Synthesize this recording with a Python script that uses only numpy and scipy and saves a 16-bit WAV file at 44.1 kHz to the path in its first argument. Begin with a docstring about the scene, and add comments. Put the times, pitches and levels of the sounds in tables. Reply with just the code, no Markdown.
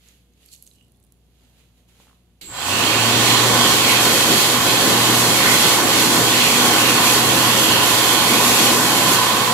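"""A tiled restroom, ventilation running. Wet hands are shaken over a basin: drops tick, spray patters.
Someone shuffles to a wall dryer, clothes rustling, and it switches on with a clack. The motor spins up
and hums, the blower roars through its nozzle, and the jet hisses and buffets on a turning hand.
A phone with two unlike microphone ports is held close by."""
import sys
import numpy as np
from scipy import signal
from scipy.fft import rfft, irfft, next_fast_len
from scipy.io import wavfile
from scipy.ndimage import uniform_filter1d

SR = 44100
rng = np.random.default_rng(int(sys.argv[2]) if len(sys.argv) > 2 else 0)


def waveform_to_disk(signal):
    """Save audio, clipped to [-1, 1], as 16-bit WAV at the path in sys.argv[1]."""
    frames = np.transpose(np.atleast_2d(signal))
    scaled = np.clip(frames, -1, 1) * 32767
    samples = np.round(scaled).astype(np.int16)
    wavfile.write(sys.argv[1], SR, samples)


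N = 420273
TIME_S = np.arange(N) / SR
FFT_SIZE = next_fast_len(N, True)
FREQ_HZ = np.maximum(np.arange(FFT_SIZE // 2 + 1) * SR / FFT_SIZE, 1)
SWITCH_S, FAN_LAG_S, FLOW_LAG_S = 2.411, .012, .03  # fan lags switch, air lags fan

# Port imbalance. Each row: frequency in Hz, left minus right in dB.
PORT_BALANCE = [(60, 2), (300, 1), (1050, -1), (1400, -3), (2700, -5.5), (4300, -5), (5300, 2.5),
                (6400, 0.4), (7400, -2), (8800, -2), (10000, -5), (11300, -11), (15000, -12)]
# Port coherence. Each row: frequency in Hz, likeness from 0 to 1.
PORT_COHERENCE = [(60, 0.63), (300, 0.89), (800, 0.54), (1100, 0.72), (1700, 0.4), (2400, 0.3),
                  (3200, 0.23), (4500, 0.18), (7000, 0.14), (9000, 0.061)]
# Treble reaches the left port first. Each row: frequency in Hz, lead in radians.
PORT_PHASE = [(950, 0), (2300, 0.65), (2850, 2.5), (3800, 3), (4650, 4.5), (7200, 4.5), (10000, 2.5)]

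# Ventilation rush. Each row: frequency in Hz, relative level in dB.
VENT_COLOUR = [(20, -30), (45, -21), (90, -7.5), (180, -10), (250, -11), (480, -20.5), (750, -26.5),
               (1300, -34), (2500, -42), (7400, -52), (11000, -38), (15000, -48)]
# Ventilation hum. Each row: frequency in Hz, level in dB.
VENT_TONES = [(59.2, -61.5), (119, -69.5), (177.6, -71), (240, -77.5), (479, -79.5), (721, -85)]

# Cloth spectrum. Each row: frequency in Hz, relative level in dB.
CLOTH_COLOUR = [(300, -6), (900, -12), (1500, -8.5), (2850, -2), (4300, -4.5), (5650, -10), (6700, -5.5),
                (8800, -12), (11300, -7.5), (15000, -18)]
# Arm and leg swings. Each row: peak time in seconds, level in dB, rise and decay in seconds.
LIMB_SWINGS = [(.08, -58, 0.086, 0.083), (.43, -62, 0.057, 0.078), (1.44, -67.5, 0.14, .12),
               (1.6, -63.5, 0.086, .08), (1.78, -66, 0.029, .05), (1.887, -63, .005, .09),
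               (2.01, -59, 0.052, 0.094)]
# A shoe lands and creaks. Each row: start in seconds, peak in dB, ring in Hz.
SHOE_TAPS = [(1.953, -55, 1100), (2.001, -42, 600), (2.069, -48, 950), (2.081, -50, 1150),
             (2.097, -49, 1150), (2.112, -48, 1050), (2.13, -47, 1100)]
# Fingers fling spray. Each row: peak time in seconds, relative level in dB, rise and decay in seconds.
FINGER_FLICKS = [(.46, -58, .025, .2), (.528, -42.5, 0.0088, 0.02), (.62, -62, .04, .1)]
# Loudest drops on the basin. Each row: start in seconds, relative peak in dB, ring in Hz.
BASIN_DROPS = [(0.0862, -44, 6700), (0.3361, -55, 6470), (0.4309, -50, 2920), (0.4604, -40, 11400),
               (0.4878, -45, 4510), (0.5202, -44, 4340), (0.5307, -34, 7400), (0.5414, -37, 7270),
               (0.5614, -43, 6580), (0.625, -30, 11300), (0.6384, -42, 11100), (0.6664, -40, 8240),
               (0.6749, -38, 6460), (0.7133, -47, 3990), (0.7851, -52, 2990), (0.8106, -49, 2860),
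               (0.9198, -49, 10300), (0.9462, -59, 3480), (0.9607, -59, 9950), (1.0006, -56, 11100),
               (1.0281, -49, 8110), (1.039, -51, 11000), (1.0484, -51, 9680), (1.1223, -42, 10700)]

# Relay spectrum. Each row: frequency in Hz, relative level in dB.
CLACK_COLOUR = [(100, -4), (300, -3), (1300, -8), (2200, -1), (4200, 4), (5600, -5), (7600, 3), (9500, -8),
                (11800, -2), (15000, -11)]
# Housing modes under the clack. Each row: centre in Hz, width in Hz, boost in dB.
CLACK_MODES = [(2170, 180, 7), (4400, 300, 3)]
# Hum as the phone crosses standing waves. Each row: time in seconds, fundamental and octave in dB.
HUM_LEVELS = [(2.6, -46, -43), (2.72, -31, -45), (2.82, -41, -40), (3.02, -26.5, -44), (3.5, -28, -39),
              (3.95, -36, -37), (4.9, -33.5, -44), (5.18, -29, -39), (5.5, -31, -42), (5.65, -35.5, -37),
              (6.6, -35, -30.5), (7.3, -30.5, -35), (8.1, -36, -37), (8.5, -36, -32.5), (9.0, -35.5, -38),
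              (9.5, -40.5, -46)]
# Other motor partials. Each row: multiple of the hum, relative level in dB.
HUM_ORDERS = [(.5, -23), (3.5, -8.5), (4, -8.5), (4.5, -8), (9, -8.5)]

# Airflow spectrum. Each row: frequency in Hz, relative level in dB.
FLOW_COLOUR = [(30, -35), (60, -15), (110, -6), (260, 0.5), (620, -6), (1050, -3.5), (1650, -7.5),
               (3000, -3), (4400, -5.5), (5200, -9), (7200, -7.5), (9500, -13), (11500, -11.5),
               (15500, -20)]
# Housing, nozzle and room modes. Each row: centre in Hz, width in Hz, boost in dB.
FLOW_MODES = [(240, 19, 3.5), (317, 21, 5), (394, 7.9, 3), (423, 5, 6), (487, 10, 7), (542, 21, 5),
              (724, 33, 5.5), (811, 14, 5.5), (850, 21, 6), (1003, 32, 5), (1095, 110, 6), (1200, 20, 4),
              (1490, 69, 5.5), (1760, 65, 4.5), (1863, 30, 3), (1935, 29, 4.5), (2210, 14, 5),
              (2534, 34, 5), (3080, 15, 4.5), (3140, 70, 2), (3215, 41, 2), (3390, 53, 3), (4130, 59, 5),
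              (4440, 210, 2.5), (7460, 750, 1.5), (11200, 1000, 2.5)]
# Phone turns to the nozzle. Each row: time in seconds, left minus right in dB before centring.
PHONE_AIM = [(2.5, -9), (2.69, -8.0), (3.75, -5), (6.34, -4.0), (8.39, -6), (8.56, -3), (9.5, -6.5)]
# Phone moves over the nozzle. Each row: time in seconds, hollow-note boost and sizzle boost in dB.
PHONE_APPROACH = [(2.5, 1, -3.5), (2.95, -3.5, -5), (3.35, 1.5, -4.5), (4.0, -1.5, 1), (5.5, -0.5, 1.5),
                  (6.7, -0.5, 0.5), (7.5, 0.5, 2.5), (8.1, 2, 2), (9.0, 1.5, 2.5), (9.5, 6.5, -0.5)]
# Hand sweeps the jet and its hollow rings.
# Each row: centre and length in seconds, swish in dB, ring in Hz, ring level against the jet in dB.
HAND_STROKES = [(2.78, 0.36, 0, 2737, -3), (3.08, 0.3, 0, 2600, -7), (3.34, 0.21, 1.7, 3100, -4),
                (3.69, 0.17, 1.9, 3280, -4.5), (3.92, 0.16, 1, 2336, -4), (4.139, 0.17, 1.5, 2700, -19),
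                (4.38, .16, 0.5, 4400, -7.5), (5.479, 0.12, .3, 1928, -3), (5.64, 0.28, 1.5, 2603, -12),
                (6.0, 0.11, 1.5, 2547, -12), (6.455, 0.24, 0.8, 2607, -2.5), (6.85, 0.27, 0.3, 2591, -4.5),
                (7.07, 0.091, 1.5, 2400, -6), (7.279, 0.21, -1, 2748, -8), (7.5, 0.15, 0, 2699, -5.5),
                (7.76, 0.3, -0.7, 2897, -4), (8.15, 0.2, -0.5, 3312, -7), (8.35, 0.16, 0, 2305, -8),
                (8.6, .22, 2.1, 2852, -8), (9.051, .2, -0.5, 2703, -12)]
# Hand slips out of the jet. Each row: centre and length in seconds, jet change in dB.
HAND_LULLS = [(4.605, 0.082, -4), (5.835, 0.098, -4), (6.2, 0.19, -0.6), (8.824, 0.11, -2)]
# Palm throws a gust at the phone. Each row: centre and length in seconds, band boost in dB.
PALM_GUSTS = [(3.425, 0.23, 4), (4.33, 0.14, 5.5), (4.905, 0.13, 4.5), (5.95, 0.32, 2.5), (6.22, .2, 3.5),
              (7.35, 0.09, 2.5), (8.334, 0.077, 2), (8.75, 0.089, 2.5), (9.082, .14, 3)]
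# Hand shades (-) or reflects (+) the roar. Each row: centre and length in seconds, change in dB.
HAND_COVERS = [(3.63, 0.18, 1.4), (3.82, 0.15, -0.5), (4.08, .14, 1.2), (4.48, .14, -1.5),
               (6.303, 0.11, -1.4), (6.484, 0.17, -1.5), (6.7, 0.17, 1.5), (7.0, .1, 1.2),
               (7.11, 0.072, -1.2), (7.46, 0.12, 1.5)]


def undb(db):
    """Decibels to gain."""
    return np.exp(np.asarray(db) * (np.log(10) / 20))


def curves(table):
    """Each column of a timed table, per sample."""
    times_s, *columns = np.transpose(table)
    return [np.interp(TIME_S, times_s, column) for column in columns]


def colour(points):
    """Values per frequency, joined on a log axis."""
    hz, value = np.transpose(points)
    return np.interp(np.log(FREQ_HZ), np.log(hz), value)


def bell(hz, width_hz):
    """Power response of one resonance."""
    return 1 / (1 + (2 * (FREQ_HZ - hz) / width_hz) ** 2)


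def modes_db(table):
    """Summed boost of several resonances."""
    return sum(db * bell(hz, width_hz) for hz, width_hz, db in table)


def band(lo_hz, hi_hz, order=8):
    """Band-pass gain."""
    return ((1 + (lo_hz / FREQ_HZ) ** order) * (1 + (FREQ_HZ / hi_hz) ** order)) ** -.5


def drift(rate_hz, size=N):
    """Random steps, smoothed twice; spread near 1."""
    hold = max(int(SR / rate_hz), 1)
    steps = np.repeat(rng.standard_normal(size // hold + 1), hold)
    return 1.3 * uniform_filter1d(uniform_filter1d(steps, hold), hold)[:size]


def swell(centre_s, length_s):
    """Raised cosine of peak 1, length_s wide at half height."""
    offset = (TIME_S - centre_s) / length_s
    return np.where(np.abs(offset) < 1, np.cos(np.pi / 2 * offset) ** 2, 0)


def moves_db(table):
    """Level change from hand movements."""
    return sum(db * swell(s, length_s) for s, length_s, db, *_ in table)


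def bursts(table):
    """Gain of exponential rises and decays, summed in power."""
    power = 0
    for peak_s, db, rise_s, decay_s in table:
        fall = np.maximum((peak_s - TIME_S) / rise_s, (TIME_S - peak_s) / decay_s)
        power += (undb(db) * np.exp(-np.minimum(fall, 20))) ** 2
    return np.sqrt(power)


def pan(db):
    """Left and right gains for a level difference."""
    return undb(np.array([db, -db]).reshape(2, -1) / 2)


def ports():
    """Responses of the two ports to a common and to an opposed sound."""
    alike, lead_rad = colour(PORT_COHERENCE), colour(PORT_PHASE)
    left, right = pan(colour(PORT_BALANCE))
    scale = np.sqrt(left ** 2 + right ** 2 + 2 * alike * np.cos(lead_rad))
    left = left * np.exp(1j * lead_rad)
    common = np.array([left, right]) * np.sqrt(1 + alike)
    opposed = np.array([left, -right]) * np.sqrt(1 - alike)
    return common / scale, opposed / scale


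def noise(gain, grain_db=0):
    """Coloured noise at both ports, mono rms 1; grain makes it crackle."""
    white = rng.standard_normal((2, FFT_SIZE))
    if grain_db:
        grains = np.repeat(rng.exponential(size=FFT_SIZE // 16 + 1), 16)[:FFT_SIZE]
        white *= undb(grain_db * np.minimum(grains, 5))
    common, opposed = rfft(white) * gain
    common_gain, opposed_gain = ports()
    x = irfft(common * common_gain + opposed * opposed_gain, FFT_SIZE)[:, :N]
    return x / np.std(x.mean(0))


def boost(x, hz, width_hz, db):
    """Raise or lower one band by a moving amount."""
    b, a = signal.iirpeak(hz, hz / width_hz, fs=SR)
    return x + (undb(db) - 1) * signal.lfilter(b, a, x)


def add(out, start_s, sound):
    """Mix in a short sound."""
    i = int(start_s * SR)
    out[:, i:i + sound.shape[-1]] += sound


def tap(hz, ring_s, crack, crack_s=.0017):
    """Tiny impact of peak 1: a damped ring and a noise crack centred on it."""
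    t = TIME_S[:SR // 20]
    b, a = signal.iirpeak(min(hz, .4 * SR), 1.5, fs=SR)
    burst = signal.lfilter(b, a, rng.standard_normal(len(t)) * np.exp(-t / crack_s))
    ring = np.sin(2 * np.pi * hz * t) * np.exp(-t / ring_s)
    x = ring + crack * burst / np.abs(burst).max()
    return x / np.abs(x).max()


def tiles(x, wet_db, t60_s=.45):
    """Add the bright tail of the tiled room."""
    t = TIME_S[:SR]
    tail = rng.standard_normal((2, SR)) * np.exp(-np.log(1000) * t / t60_s) * (1 - np.exp(-t / .006))
    tail /= np.sqrt((tail ** 2).sum(1, keepdims=True))
    return x + undb(wet_db) * signal.fftconvolve(x, tail, axes=1)[:, :N]


def ventilation(rush_db=-63.5):
    """Low rush of air with a fan's hum."""
    rush = noise(undb(colour(VENT_COLOUR))) * undb(rush_db + .8 * drift(5.8))
    hum = sum(undb(db + 1.2 * drift(2)) * np.sin(2 * np.pi * hz * TIME_S) for hz, db in VENT_TONES)
    return rush + np.sqrt(2) * hum


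def shuffle(rest_db=-75.5, step_off_s=1.3):
    """Cloth rustles with each swing; stepping away adds low scuffing and a shoe's creak."""
    cloth = noise(undb(colour(CLOTH_COLOUR)), grain_db=2) * pan(-1.2)
    stepping = np.clip((TIME_S - step_off_s) / .1, 0, 1)
    scuff = undb(-7 + 2 * drift(20)) * noise(band(250, 900, order=3)) * stepping
    out = (cloth + scuff) * np.hypot(bursts(LIMB_SWINGS), undb(rest_db))
    for start_s, db, hz in SHOE_TAPS:
        add(out, start_s, undb(db) * tap(hz, ring_s=.0009, crack=.9))
    return tiles(out, wet_db=-6)


def patter(from_s, count=20, length_s=.45, top_db=-51, range_db=9, hz=9500):
    """Small random drops, ever sparser; rows as in BASIN_DROPS."""
    when, size, pitch = rng.random((count, 3)).T
    return list(zip(from_s + length_s * when ** 2, top_db - range_db * size, hz * 2 ** (pitch - .5)))


def water(drain_s=.81, drain_db=-70):
    """Drops tick on the basin amid clumps of spray; the bowl rings, and briefly the drain."""
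    bowl = undb(7.3 * bell(4300, 450) + 5 * bell(7600, 2200) + 9.3 * bell(11300, 1000))
    spray = noise(band(2500, 12500) * bowl, grain_db=1.2)
    out = spray * bursts(FINGER_FLICKS) * undb(-2 + 2.7 * drift(300)) * pan(-1.8)
    loudest_s = max(BASIN_DROPS, key=lambda drop: drop[1])[0]
    for start_s, db, hz in BASIN_DROPS + patter(loudest_s):
        tick = tap(hz, ring_s=11 / hz, crack=.81)  # bigger drops ring lower and longer
        add(out, start_s, undb(db + 1) * pan(-8) * tick)
    out = signal.sosfilt(signal.butter(4, 1900, "high", fs=SR, output="sos"), out)
    drain = noise(bell(2960, 320)) * undb(drain_db) * np.exp(-((TIME_S - drain_s) / .06) ** 2)
    return tiles(out + drain, wet_db=-10)


def switch(clack_db=-45, clack_s=.01, tail_db=-44, tail_s=.15, growl_db=-48, growl_s=.07):
    """The relay clacks in the housing, the room answers, the motor growls as it takes hold."""
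    t = np.maximum(TIME_S - SWITCH_S, 0)
    attack = 1 - np.exp(-t / .0017)
    decay = undb(clack_db) * np.exp(-t / clack_s) + undb(tail_db) * np.exp(-t / tail_s)
    growl = noise(band(70, 360)) * undb(growl_db) * t / growl_s * np.exp(1 - t / growl_s)
    clack = noise(undb(colour(CLACK_COLOUR) + modes_db(CLACK_MODES)))
    return clack * attack * decay * pan(-4) + growl


def fan_speed(lag_s, spin_up_s=.16, creep_s=.7, creep_share=.06):
    """Share of full speed: a quick climb, then a slow creep."""
    t = np.maximum(TIME_S - SWITCH_S - lag_s, 0)
    shortfall = (1 - creep_share) * np.exp(-t / spin_up_s) + creep_share * np.exp(-t / creep_s)
    return np.maximum(1 - shortfall, 0)


def motor(hum_hz=120.3, wobble=.0031, waver_db=1.1, orders_db=-36.5):
    """The hum climbs to speed and wavers in the draught."""
    speed = fan_speed(FAN_LAG_S)
    phase = 2 * np.pi * np.cumsum(hum_hz * speed * (1 + wobble * drift(12))) / SR
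    fundamental_db, octave_db = curves(HUM_LEVELS)
    partials = [(1, undb(fundamental_db) * speed), (2, undb(octave_db) * speed)]
    partials += [(order, undb(orders_db + db) * speed ** 4) for order, db in HUM_ORDERS]
    hum = sum(gain * undb(waver_db * drift(7)) * np.sin(order * phase) for order, gain in partials)
    return np.sqrt(2) * hum * pan(.72)


def rub_whistle(level_db=-38.5, rise_s=.2):
    """Something rubs thinly during the run-up."""
    age = np.maximum(TIME_S - SWITCH_S, 0) / rise_s
    return noise(bell(7560, 520)) * undb(level_db) * age * np.exp(1 - age)


def buffeting(spectrum):
    """Low turbulence; gusts off the palm lift a throaty band."""
    rumble = noise(spectrum * band(15, 587))
    return boost(rumble, hz=290, width_hz=250, db=moves_db(PALM_GUSTS)) * undb(1.04 * drift(22))


def blower_roar(spectrum, hollow_db):
    """Midrange roar with the nozzle's hollow note."""
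    roar = noise(spectrum * band(560, 1780))
    return boost(roar, hz=1014, width_hz=110, db=hollow_db) * undb(.38 * drift(8))


def cupped_hand(width_hz=680):
    """Air rings in the hand's hollow: a noise band slides to a new pitch on each stroke."""
    centre_hz, = curves([(s, hz) for s, _, _, hz, _ in HAND_STROKES])
    gain = sum(undb(db) * swell(s, length_s) for s, length_s, _, _, db in HAND_STROKES)
    mean_hz = centre_hz.mean()
    ring = signal.hilbert(noise(bell(mean_hz, width_hz)), FFT_SIZE)[:, :N]
    slide = np.exp(2j * np.pi * np.cumsum(centre_hz - mean_hz) / SR)
    return gain * (ring * slide).real


def hand_echo(x, share=.19, lag_s=.0009, sway=.302):
    """Add the echo off a moving hand; its changing path sweeps a comb."""
    delayed_s = TIME_S - lag_s * np.exp(sway * drift(3))
    echo = np.array([np.interp(delayed_s, TIME_S, port) for port in x])
    return (x + share * echo) / np.sqrt(1 + share ** 2)


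def jet_rush(spectrum):
    """The jet strikes the hand, rings in it and glances off."""
    rush = noise(spectrum * band(1800, 4930, order=14) * undb(-bell(2600, 440)))
    return hand_echo(rush + cupped_hand()) * undb(.5 * drift(25))


def jet_hiss(spectrum, sizzle_db):
    """The jet's treble, topped by a fine sizzle."""
    hiss = noise(spectrum * band(4920, 22000, order=14))
    return boost(hiss, hz=11900, width_hz=3200, db=sizzle_db) * undb(.73 * drift(25))


def airflow(draw_back_s=9.12, fade_db_per_s=-12, calm_db=-3, calm_s=.07):
    """Turbulence grows with fan speed; the hand shifts its balance, then hand and phone draw back."""
    # standing waves between the tiles comb the upper midrange
    ripple_db = 1.44 * drift(200, size=len(FREQ_HZ)) * band(1200, 5000, order=2)
    spectrum = undb(colour(FLOW_COLOUR) + ripple_db + modes_db(FLOW_MODES))
    speed = fan_speed(FAN_LAG_S + FLOW_LAG_S)
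    swish_db, lull_db = moves_db(HAND_STROKES), moves_db(HAND_LULLS)
    hollow_db, sizzle_db = curves(PHONE_APPROACH)
    away_s = np.maximum(TIME_S - draw_back_s, 0)
    fade_db = fade_db_per_s * away_s

    buffet = buffeting(spectrum) * speed ** 3.8 * undb(-24 + calm_db * np.minimum(away_s / calm_s, 1))
    roar = blower_roar(spectrum, hollow_db) * speed ** 2.06 * undb(-21.5 + .51 * fade_db)
    jet = jet_rush(spectrum) * speed ** 2.86 * undb(-22 + .8 * swish_db + lull_db + fade_db)
    hiss = jet_hiss(spectrum, sizzle_db) * speed ** 3 * undb(-22.5 + swish_db + .5 * lull_db + fade_db)

    aim_db, = curves(PHONE_AIM)
    facing = pan(aim_db - np.median(aim_db[N // 2:]))
    return (buffet + roar) * undb(moves_db(HAND_COVERS)) + (jet + hiss) * facing


def scene():
    """Water and steps, then the dryer, over the ventilation."""
    return ventilation() + water() + shuffle() + switch() + motor() + rub_whistle() + airflow()


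def record(dry):
    """The phone rounds the highest peaks and cuts the top."""
    ceiling, top_hz = .9, 15600
    limited = dry / (1 + (dry / ceiling) ** 8) ** (1 / 8)
    return signal.sosfilt(signal.ellip(10, .2, 80, top_hz, fs=SR, output="sos"), limited)


dry = scene()
out = record(dry)
waveform_to_disk(out)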